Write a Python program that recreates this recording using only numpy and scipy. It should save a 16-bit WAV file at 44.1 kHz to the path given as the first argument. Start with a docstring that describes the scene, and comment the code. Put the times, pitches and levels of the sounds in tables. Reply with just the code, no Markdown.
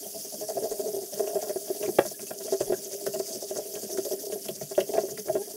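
"""A buzzing battery toothbrush scrubs a small metal engine part in a plastic bowl of soapy water.
Its head rattles twice a motor turn (gated noise) and hisses on each sweep (the dull noise swells).
The part knocks and scrapes: blows and random slips ring short hollow bowl modes and thud the bench.
Around it: metal ticks, grinding slips, a stick-slip squeak, low bumps, bubble chirps, a wash of suds."""
import sys
import numpy as np
from scipy import signal
from scipy.fft import rfft, irfft, next_fast_len
from scipy.io import wavfile
from scipy.ndimage import uniform_filter1d

SR = 44100
rng = np.random.default_rng(int(sys.argv[2]) if len(sys.argv) > 2 else 0)


def store_pcm(level_fs):
    """Save levels as 16-bit WAV."""
    pcm = np.round(np.clip(level_fs, -1, 1) * 32767).astype(np.int16)
    wavfile.write(sys.argv[1], SR, np.atleast_2d(pcm).T)


N = 245176


def amp(db):
    """Decibels to gain."""
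    return 10 ** (np.asarray(db) / 20)


def evened(x):
    """Scales to rms 1."""
    return x / np.sqrt(np.mean(x ** 2) + 1e-20)


def column(table, k):
    """Column k of a breakpoint table, interpolated at every sample."""
    rows = np.array(table)
    return np.interp(np.arange(N) / SR, rows[:, 0], rows[:, k])


def add(mix, start_s, sound):
    """Mixes a sound in at start_s, in place."""
    part = mix[max(round(start_s * SR), 0):][:len(sound)]
    part += sound[:len(part)]


def coloured(x, points):
    """Filters x by a curve of (Hz, dB), interpolated over log frequency; rms 1."""
    f, db = np.transpose(points)
    size = next_fast_len(N)
    hz = np.fft.rfftfreq(size, 1 / SR)
    curve_db = np.interp(np.log(hz + 1), np.log(f + 1), db)
    return evened(irfft(rfft(x, size) * amp(curve_db), size)[:N])


def smooth_twice(x, count, axis=-1):
    """Two moving averages over count points."""
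    return uniform_filter1d(uniform_filter1d(x, count, axis), count, axis)


def drift(count):
    """Slow chance, rms 1, smooth over count samples."""
    return evened(smooth_twice(rng.standard_normal(N), count))


def patchy(x, patchy_db, count):
    """Random time-frequency patches, patchy_db rms, smoothed over count frames; rms 1."""
    z = signal.stft(x, nperseg=256)[2]
    field = smooth_twice(rng.standard_normal(z.shape), count, 1)
    field = evened(uniform_filter1d(field, 5, 0))
    return evened(signal.istft(z * amp(patchy_db * field), nperseg=256)[1][:N])


def ring(modes, rise_s, pitch=1, count=4500):
    """Decaying modes answering one click; heavy walls take a moment to swing up."""
    t = np.arange(count) / SR
    swings = 0
    for hz, db, t60_s in modes:
        swings = swings + amp(db - 60 * t / t60_s) * np.sin(2 * np.pi * pitch * hz * t)
    return (1 - np.exp(-t / rise_s)) * swings


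# bristle sweeps: t/s, peak level/dB, length/s
SWEEPS = [(0.125, -42, 0.033), (0.17, -33, 0.081), (0.245, -32.5, 0.029), (0.312, -32.5, 0.06),
          (0.392, -33, 0.059), (0.479, -29.5, 0.04), (0.635, -30.5, 0.038), (0.698, -31.5, 0.048),
          (0.758, -32, 0.081), (0.834, -33, 0.088), (0.946, -30, 0.04), (0.996, -35.5, 0.066),
          (1.116, -33, 0.055), (1.168, -30.5, 0.066), (1.262, -34.5, 0.066), (1.345, -30.5, 0.031),
          (1.413, -30, 0.039), (1.48, -31, 0.038), (1.742, -37, 0.11), (1.827, -39, 0.043),
          (1.933, -38, 0.09), (2.041, -29.5, 0.073), (2.1, -32.5, 0.045), (2.199, -33.5, 0.062),
          (2.253, -31, 0.081), (2.38, -32.5, 0.022), (2.414, -31.5, 0.088), (2.508, -27, 0.053),
          (2.599, -26.5, 0.041), (2.763, -33, 0.044), (2.821, -32, 0.053), (2.911, -28, 0.051),
          (2.9951, -35, 0.053), (3.061, -27.5, 0.024), (3.128, -28, 0.038), (3.193, -27, 0.02),
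          (3.248, -29.5, 0.087), (3.317, -28, 0.063), (3.4088, -29, 0.038), (3.482, -28.5, 0.045),
          (3.541, -29, 0.072), (3.734, -35, 0.039), (3.808, -32, 0.061), (3.897, -29, 0.067),
          (3.969, -27.5, 0.035), (4.049, -25.5, 0.028), (4.1026, -30.5, 0.059), (4.182, -31, 0.073),
          (4.25, -28.5, 0.035), (4.305, -32, 0.062), (4.3949, -37, 0.12), (4.446, -30, 0.035),
          (4.5546, -31, 0.025), (4.6, -33, 0.061), (4.681, -33, 0.071), (4.7511, -35, 0.071),
          (4.799, -26, 0.024), (4.8756, -31, 0.033), (4.928, -35, 0.029), (4.997, -34, 0.05),
          (5.0947, -31.5, 0.046), (5.1684, -30, 0.053), (5.2555, -34, 0.037), (5.316, -34, 0.051),
          (5.409, -35.5, 0.049), (5.492, -32.5, 0.045)]
SWEEP_OFFSET_S = -0.006  # a sweep starts this far from its listed time
PUSH_EXTRA_S = 0.013  # a push outlasts its sweep


def pushing():
    """Brush drag on the part: 0 between sweeps, swelling to 1 during each."""
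    push = np.zeros(N)
    for s, _, length_s in SWEEPS:
        swell = np.hanning(round(max(length_s + PUSH_EXTRA_S, .01) * SR))
        add(push, s + SWEEP_OFFSET_S, swell)
    return np.minimum(push, 1)


# spectrum of suds and room: f/Hz, relative level/dB per Hz
WASH_SPECTRUM = [(15, -77), (25, -90), (200, 7), (320, 11.5), (395, -7), (489, 10), (644, 0), (924, -74),
                 (1300, -21), (1640, -12), (2400, -13.5), (3380, -4), (4000, -74), (5200, -63),
                 (8800, -120)]
# the part grinding on the bowl between knocks: t/s, deep level/dB, upper level/dB
GRIND = [(0.0, -45, -47), (0.36, -59.5, -60), (0.59, -44.5, -42), (0.84, -45, -42), (0.99, -42, -50.5),
         (1.22, -56.5, -54), (1.36, -36.5, -31), (1.59, -46.5, -51), (1.95, -43, -47.5), (2.06, -55, -73),
         (2.29, -47, -51.5), (2.6, -50, -50), (2.82, -47, -51), (3.79, -42.5, -47), (4.12, -44, -52),
         (4.54, -60, -61), (4.8, -51, -50), (4.95, -40, -37.5), (5.23, -51, -59), (5.37, -35, -62),
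         (5.56, -75, -60)]
WASH_DB, SLOSH_REST_DB = -52, -2.5  # base level; drop between sweeps


def suds_and_room():
    """Faint noise wash, stirred up by the scrubbing: follows grind level and sweeps."""
    deep_db = column(GRIND, 1)
    effort_db = 0.17 * (deep_db - np.mean(deep_db))
    slosh_db = 2.6 * drift(count=1200) + SLOSH_REST_DB * (1 - pushing())
    wash = patchy(coloured(rng.standard_normal(N), WASH_SPECTRUM), 4.2, count=8)
    return amp(WASH_DB + effort_db + slosh_db) * wash


# bubbles in the suds: t/s, onset f/Hz, peak level/dB, length/s
BUBBLES = [(0.431, 1630, -57, 0.024), (2.138, 1630, -52, 0.019), (2.742, 1560, -39, 0.0091),
           (4.413, 2900, -60, 0.035), (5.414, 1610, -55, 0.029), (2.27, 2560, -52, .03)]


def bubbles():
    """Short sine tones that rise 6.6 % in pitch under a half-sine envelope."""
    out = np.zeros(N)
    for s, hz, db, length_s in BUBBLES:
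        u = np.arange(round(length_s * SR)) / (length_s * SR)
        cycles = hz * length_s * u * (1 + 0.033 * u)
        add(out, s, amp(db) * np.sin(np.pi * u) * np.sin(2 * np.pi * cycles))
    return out


# the bowl rocks and bumps the bench: t/s, peak level/dB
BUMPS = [(.718, -28), (2.616, -31), (2.69, -24), (3.069, -37), (3.99, -37), (4.63, -36), (4.8, -47),
         (1.9, -44), (1.99, -42), (5.325, -38)]


def bumps():
    """One soft push of air per bump: a Gaussian pulse centred on its time."""
    out, u = np.zeros(N), np.arange(-800, 800) / SR / 0.011
    for s, db in BUMPS:
        add(out, s - 800 / SR, amp(db) * np.exp(-u ** 2))
    return out


# one squeak of the part along the wet wall: t/s, slip rate f/Hz, level/dB
SQUEAK = [(5.365, 198, -68), (5.385, 196, -37), (5.42, 206, -30.5), (5.435, 220, -51)]
# squeak harmonics: multiple of slip rate, relative level/dB
HARMONICS = [(1, -18), (2, 0), (3, -19), (4, -17)]


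def squeak():
    """Steady stick and slip; the deep ring of the bowl favours the second harmonic."""
    cycles, t = np.cumsum(column(SQUEAK, 1)) / SR, np.arange(N) / SR
    tone = sum(amp(db) * np.sin(2 * np.pi * k * cycles) for k, db in HARMONICS)
    sounding = (t > SQUEAK[0][0]) * (t < SQUEAK[-1][0])
    return amp(column(SQUEAK, 2)) * evened(tone) * sounding


# bowl and bench modes, nominal: f/Hz, relative level/dB, t60/s
DEEP_MODES = [(309.4, -10.5, 0.049), (378, -36, 0.06), (402.5, 3, 0.11), (468.5, -15.5, 0.13)]
UPPER_MODES = [(638, 9.5, 0.037), (680, -15, 0.057), (790, -22, 0.082)]
BENCH_MODES = [(104, -12, 0.17), (142.3, -2, 0.13), (201, 3.5, 0.12)]
GRIND_REST_DB = -5.5  # slip level between sweeps


def grind():
    """Dense small random slips keep the bowl humming; they weaken between sweeps."""
    slips = rng.standard_normal(N) * (rng.random(N) < .03) * amp(3 * drift(count=500))
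    slips = slips * amp(GRIND_REST_DB * (1 - pushing()))

    def rung(modes, rise_s):
        return evened(signal.oaconvolve(slips, ring(modes, rise_s))[:N])

    deep, upper = rung(DEEP_MODES, 0.0081), rung(UPPER_MODES, 0.0081)
    bench = rung(BENCH_MODES, 0.0074)
    return amp(column(GRIND, 1)) * (deep + amp(-19) * bench) + amp(column(GRIND, 2)) * upper


# brush head ticking on the metal: t/s, body peak level/dB, f/Hz, snap gain/dB re body
TICKS = [(1.272, -39.5, 2900, -22), (1.495, -38, 1780, -28), (1.681, -42, 3250, -20),
         (1.827, -33, 2700, -30), (1.8598, -35.5, 2320, -20), (1.9852, -21.5, 1330, -11),
         (2.1928, -40, 2523, -25), (2.2667, -48, 2620, -20), (2.3074, -36, 1600, -14),
         (2.6174, -36, 1590, -20), (2.7276, -56, 1610, -20), (2.8568, -43, 3200, -16),
         (3.0647, -28, 1700, -3), (3.138, -38.5, 2790, -20), (3.753, -34.5, 3280, -16),
         (3.9745, -32.5, 1610, -15), (4.049, -44, 3540, -22), (4.1175, -40.5, 3180, -20),
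         (4.3009, -49, 3230, -22), (4.3207, -37, 2980, -12), (4.484, -31.5, 3340, -3),
         (4.611, -43.5, 1680, -24), (4.7504, -36.5, 3150, -14), (4.804, -27, 2900, -23),
         (4.935, -38, 2598, -36), (4.973, -34.5, 1900, -10), (5.175, -35, 1890, -20),
         (5.283, -36, 1668, -20)]


def ticks():
    """A decaying noise puff through a broad ring of the metal, plus its bright snap."""
    out, t = np.zeros(N), np.arange(1200) / SR
    for (s, db, hz, snap_db), noise in zip(TICKS, rng.standard_normal((len(TICKS), 1200))):
        puff = noise * amp(-60 * t / 0.044)
        body = np.convolve(puff, ring([(hz, 0, .005)], .0001, count=600))[:1200]
        snap = amp(snap_db) * np.diff(puff, prepend=0)
        add(out, s, amp(db) * (body / abs(body).max() + snap))
    return out


# hard edge modes of the knock: f/Hz, relative level/dB, t60/s
EDGE_MODES = [(1087, 9, 0.028), (1420, 9.5, 0.019), (1610, 7, 0.03), (1849, 1.5, 0.046), (2190, -1, 0.02),
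              (2700, 0.5, 0.025), (3210, 8, 0.0077)]
# knocks of the part on the bowl: t/s, deep peak level/dB, upper, edge and bench levels/dB re deep,
# deep f/Hz, upper f/Hz (water and hand load the wall), scrape share/0-1, settling time/s (damps the wall)
KNOCKS = [(0.027, -40, 3, -31, -7, 418, 673, 0.58, 0.11),
          (0.147, -41.5, 7.5, -34, -4, 430, 654, 0.39, 0.059),
          (0.247, -37, -4.5, -27, -14, 400, 646, 0.42, 0.02),
          (0.324, -46, 7, -16, -1.5, 434, 667, 0.51, 0.041),
          (0.338, -45, 9.5, -21, -18, 374, 635, 0.44, 0.035),
          (0.411, -30.5, -1.5, -18, -17, 420, 638, 0.45, 0.055),
          (0.488, -30.5, 6.5, -10, -19, 426, 638, 0.52, 0.033),
          (0.552, -27.5, -10, -26, -18, 398, 622, 0.49, 0.047),
          (0.571, -31.5, 10.5, -12, -17, 398, 636, 0.51, 0.023),
          (0.624, -23, -12, -20, -28, 416, 634, 0.48, 0.033),
          (0.655, -29.5, 4.5, -20, -30, 413, 639.5, 0.35, 0.035),
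          (0.713, -24, -5, -18.5, -28, 424, 638, 0.41, 0.024),
          (0.778, -41, -7, -20, -30, 460, 697, 0.74, 0.042),
          (0.794, -24, -4.5, -20, -33, 410, 630, 0.33, 0.048),
          (0.857, -25.5, -10, -26, -18.5, 420, 657, 0.5, 0.089),
          (0.934, -25, -8, -27, -23, 404, 630, 0.51, 0.024),
          (0.964, -27, -4, -29, -23, 405, 638, 0.37, 0.049),
          (1.017, -32.5, -10, -27, -24, 401, 687, 0.45, 0.032),
          (1.125, -41, 10.5, -11, -0.5, 430, 605, 0.71, 0.017),
          (1.155, -30.5, -5.5, -17, -21, 413, 615, 0.63, 0.076),
          (1.195, -23.5, -4.5, -12.5, -32, 423, 657, 0.35, 0.021),
          (1.204, -24, -1, -29, -31, 400, 647, 0.33, 0.067),
          (1.241, -29, -4, -13, -29, 389, 660, 0.3, 0.061),
          (1.274, -29.5, 3, -10, -30, 417, 638, 0.35, 0.086),
          (1.355, -23.5, -3.5, -16, -26, 404, 643, 0.39, 0.028),
          (1.426, -30.5, 3.5, -10.5, -16, 420, 687, 0.34, 0.037),
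          (1.451, -34.5, -1, -11, -15, 407, 697, 1, 0.053),
          (1.494, -25, 1, -16, -36, 406, 610, 0.45, 0.026),
          (1.559, -22.5, -6.5, -21, -26, 388, 652, 0.37, 0.023),
          (1.659, -44, 5, -3, -24, 380, 633, 0.81, 0.094),
          (1.701, -21.5, -7, -24, -33, 381, 638, 0.28, 0.021),
          (1.749, -37, 1.5, -18, -21, 406, 660, 0.4, 0.045),
          (1.81, -32.5, -1, -16, -20, 375, 610, 0.49, 0.029),
          (1.83, -30, 2, -7, -10, 410, 630, 0.47, 0.048),
          (1.878, -21, -10.5, -19, -16, 358, 705, 0.59, 0.026),
          (1.987, -10, 2.5, -5.5, -28, 386, 613, 0.49, 0.012),
          (2.052, -35.5, 7.5, -0.5, -6, 353, 638, 0.31, 0.033),
          (2.114, -38, 3, -14, -16, 409, 652, 0.25, 0.017), (2.194, -45, 5, 1.5, -1, 356, 638, 0.33, 0.021),
          (2.228, -34, -13, -23, -16, 399, 606, 0.33, 0.023),
          (2.306, -30.5, 5, -3.5, -14, 434, 630, 0.77, 0.012),
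          (2.406, -36.5, -3.5, -8, -16, 392, 645, 0.39, 0.033),
          (2.447, -30.5, -8, -25, -25, 404, 575, 0.54, 0.031),
          (2.478, -37, 6.5, -8, -22, 420, 624, 0.57, 0.017),
          (2.523, -19, -4.5, -20, -37, 399, 647, 0.39, 0.044),
          (2.607, -18, -1.5, -13.5, -24, 383, 587, 0.44, 0.014),
          (2.667, -31, -7, -31, -13, 420, 667, 0.56, 0.045),
          (2.698, -19, -7, -25, -21, 403, 642, 0.42, 0.018),
          (2.722, -16.5, -3, -17.5, -26, 383, 633.6, 0.41, 0.023),
          (2.822, -47, -19, -19, -17, 426, 660, 0.57, 0.026),
          (2.86, -35, -8, -30, -30, 388, 645, 0.36, 0.04),
          (2.914, -35, -1.5, -30, -17, 400, 563, 0.51, 0.072),
          (3.017, -39.5, -2, -28, -15, 377, 614, 0.67, 0.043),
          (3.064, -21, -3.5, -29, -17, 409, 600, 0.49, 0.025),
          (3.138, -28, 1.5, -13.5, -12, 386, 637, 0.63, 0.043),
          (3.198, -23, -3.5, -15.5, -22, 400, 638, 0.39, 0.019),
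          (3.283, -40.5, -1.5, -11, -23, 395, 653, 0.42, 0.05),
          (3.351, -33, -12, -34, -10, 372, 623, 0.4, 0.02),
          (3.424, -33.5, 3.5, -30, -26, 416, 598, 0.44, 0.016),
          (3.51, -28, 1, -16.5, -28, 404, 626, 0.36, 0.017),
          (3.559, -29.5, -1, -9.5, -20, 408, 620, 0.4, 0.021),
          (3.583, -29.5, 3, -20, -28, 410, 600, 0.5, 0.022),
          (3.653, -32.5, -11, -25, -22, 406, 634, 0.38, 0.028),
          (3.739, -35.5, -18, -17, -30, 428, 657, 0.48, 0.059),
          (3.761, -31, -5, -11, -13.5, 409, 623, 0.4, 0.024),
          (3.831, -31, -9, -19, -7.5, 414, 580, 0.29, 0.024),
          (3.89, -35.5, -1.5, -28, -22, 378, 638, 0.58, 0.035),
          (3.926, -28, -11, -32, -25, 394, 650, 0.56, 0.07),
          (3.984, -19.5, -10.5, -23, -27, 384, 657, 0.35, 0.022),
          (4.051, -30.5, 1.5, -18, -26, 390, 573, 0.44, 0.055),
          (4.077, -38, -14, -30, -30, 394, 615, 0.36, 0.035),
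          (4.111, -23, -3.5, -22, -23.5, 394, 626, 0.49, 0.058),
          (4.235, -35.5, 0, -36, -24, 418, 640, 0.18, 0.035),
          (4.269, -29.5, -9, -38, -28, 410, 645, 0.36, 0.035),
          (4.299, -31, -5, -23, -32, 391, 663, 0.4, 0.046),
          (4.322, -25.5, -5, -17.5, -17, 416, 605, 0.41, 0.027),
          (4.357, -29, -8, -27, -32, 401, 670, 0.38, 0.027), (4.445, -42, 3, -6, -5, 424, 660, 0.95, 0.03),
          (4.489, -28, 0, -21, -8.5, 382, 614, 0.34, 0.035),
          (4.565, -43, -11, -13, -5, 410, 650, 0.45, 0.032),
          (4.613, -34, 4.5, -13, -2, 412, 638, 0.37, 0.023),
          (4.712, -30, -4, -11, -19, 406, 640, 0.42, 0.029),
          (4.779, -18.5, 5, -9, -19, 380, 604, 0.36, 0.022),
          (4.811, -25, -7, -18, -18, 401, 624, 0.55, 0.013),
          (4.892, -24.5, -11, -41, -27, 412, 624, 0.49, 0.026),
          (4.938, -22.5, 0, -15.5, -26, 419.6, 669, 0.5, 0.1),
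          (4.98, -19.5, 4.5, -11, -19, 410, 638, 0.34, 0.016),
          (5.035, -23.5, -6, -36, -38, 387, 590, 0.36, 0.032),
          (5.085, -31, -10, -13, -19, 393, 610, 0.39, 0.022),
          (5.11, -32.5, -8, -27, -10.5, 412, 637, 0.5, 0.049),
          (5.183, -33, -5, -32, -10, 423, 630, 0.37, 0.04),
          (5.258, -31.5, -4, -21, -15, 390, 577, 0.61, 0.064),
          (5.283, -28.5, 0, -10, -9.5, 354.5, 642, 0.49, 0.027),
          (5.296, -35, 15.5, -27, -13, 360, 622, 0.47, 0.018),
          (5.353, -18, -3, -17.5, -33, 387.4, 614, 0.37, 0.034),
          (5.473, -36.5, -6.5, -18, -24, 404, 643, 0.51, 0.026),
          (5.505, -46, 9, -17, -12, 394, 640, 0.4, 0.019),
          (5.539, -35.5, -17, -20, -23, 398, 641, 0.41, 0.029)]
DEEP_REF_HZ, UPPER_REF_HZ = 402, 638  # the knock's f over this retunes the mode bank
SCRAPE_S, SCRAPE_PER_SETTLE = 0.0045, 0.32  # scrape time scale: base + part of settling time


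def knocks():
    """Each knock is a blow, then a short scrape of small slips, rung by bowl and bench."""
    edge, bench = ring(EDGE_MODES, 0.00035), ring(BENCH_MODES, 0.005)
    out, t, ring_t = np.zeros(N), np.arange(3000) / SR, np.arange(4500) / SR
    shape = len(KNOCKS), 3000
    slips = rng.standard_normal(shape) * (rng.random(shape) < .02)
    for knock, slip in zip(KNOCKS, slips):
        s, db, upper_db, edge_db, bench_db, deep_hz, upper_hz, share, settle_s = knock
        share = np.clip(share, 0, 1)
        u = t / max(SCRAPE_S + SCRAPE_PER_SETTLE * settle_s, .002)
        scrape = slip * u * np.exp(-u ** 2)
        scrape = share * scrape / (np.linalg.norm(scrape) + 1e-9)
        blow = (1 - share) * (t == 0)
        # deep and upper wall modes; then edge and bench, which lean more on the scrape
        wall_force = blow + 3.07 * share * scrape
        light_force = 0.42 * blow + scrape
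        deep = ring(DEEP_MODES, 0.0024, deep_hz / DEEP_REF_HZ)
        upper = ring(UPPER_MODES, 0.0044, upper_hz / UPPER_REF_HZ)
        damped = np.exp(-(ring_t / max(settle_s, .005)) ** 4)
        for bank, rel_db, damping, force in ((deep, 0, damped, wall_force),
                                             (upper, upper_db, damped, wall_force),
                                             (edge, edge_db, damped, light_force),
                                             (bench, bench_db, 1, light_force)):
            sound = damping * signal.fftconvolve(force, bank)[:4500]
            add(out, s - .0008, amp(db + rel_db) * sound / abs(sound).max())
    return out


def rattle(phase, sharp, bed, spread_db, limp_db):
    """Noise gated by each rattle; rattles differ in size and every second one is weaker."""
    nth = phase.astype(int)
    size_db = spread_db * rng.standard_normal(N // 50)[nth] - limp_db * (nth % 2)
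    gate = amp(size_db) * np.exp(sharp * (np.cos(2 * np.pi * (phase - .5)) - 1))
    return (bed + gate) * rng.standard_normal(N)


# brush motor: t/s, rattle rate f/Hz, bright level/dB before lift, dull level/dB between sweeps
MOTOR = [(0.0, 450, -40.5, -44.5), (0.25, 466, -41, -44.5), (1.52, 485, -41, -46.5),
         (1.87, 425, -39.5, -43), (2.21, 450, -40, -51), (2.38, 393, -42, -48), (2.51, 410, -42, -44),
         (3.16, 377, -41, -45.5), (3.73, 487, -42.5, -44.5), (4.13, 406, -39, -43.5), (4.18, 459, -41, -49),
         (4.65, 410, -43, -48), (4.85, 420, -42, -48), (4.95, 413, -42.5, -43.5), (5.17, 471, -42.5, -50),
         (5.56, 446, -42.5, -47.5)]
# head rattle spectrum: f/Hz, relative level/dB per Hz
BRIGHT_SPECTRUM = [(4120, -36), (7000, -9), (7780, -5.5), (9940, -1), (12000, -1), (15100, -4.5),
                   (15800, -3)]
# bristles on wet metal, spectrum: f/Hz, relative level/dB per Hz
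DULL_SPECTRUM = [(2290, -18.5), (3900, -7.5), (4090, -12.5), (4490, 1), (4930, 2.5), (6370, 5.5),
                 (8000, -3), (10400, -4.5), (17600, -120)]
CREST_DB = 11.5  # rattle peaks above their mean level


def brush():
    """The motor's rattle, its dull part swelling as the bristles sweep the metal."""
    rate_hz = uniform_filter1d(column(MOTOR, 1), size=6000)  # the rotor's weight evens out the speed
    phase = np.cumsum(rate_hz * (1 + 0.03974 * drift(count=400))) / SR  # in rattles
    bright = coloured(rattle(phase, sharp=2.4, bed=0.75, spread_db=3.0, limp_db=1.5), BRIGHT_SPECTRUM)
    dull = coloured(rattle(phase, sharp=3.4, bed=0.27, spread_db=1.4, limp_db=2.5), DULL_SPECTRUM)
    power = amp(column(MOTOR, 3)) ** 2
    for s, db, length_s in SWEEPS:
        window = signal.windows.tukey(round(max(length_s, .01) * SR), .7)
        add(power, s + SWEEP_OFFSET_S, (amp(db - CREST_DB) * window) ** 2)
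    press = np.sqrt(power)
    # pressing also lifts the bright rattle a little
    lift = (press / uniform_filter1d(press, 8000)) ** 0.45
    hiss = press * patchy(dull, 2.03, count=6)
    return hiss + amp(column(MOTOR, 2)) * lift * patchy(bright, 2.4, count=8)


def scene():
    """All sources; knocks, ticks, squeak and bubbles get a short tail from bench and walls."""
    near = knocks() + ticks() + squeak() + bubbles()
    t = np.arange(6000) / SR
    tail = rng.standard_normal(6000) * amp(-60 * t / 0.14) * (t > .004)
    wet = signal.oaconvolve(near, tail / np.linalg.norm(tail))[:N]
    return (near + amp(-10.5) * wet + bumps() + brush() + grind() + suds_and_room())[None]


BAND_LIMIT_HZ = 15760


def record(dry):
    """The microphone loses the deepest bass; then the band limit."""
    thin = signal.sosfilt(signal.butter(2, 85., "high", fs=SR, output="sos"), dry)
    lowpass = signal.firwin(1023, BAND_LIMIT_HZ, window=("kaiser", 9), fs=SR)
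    return signal.oaconvolve(thin, lowpass[None], "same")


dry = scene()
out = record(dry)
store_pcm(out)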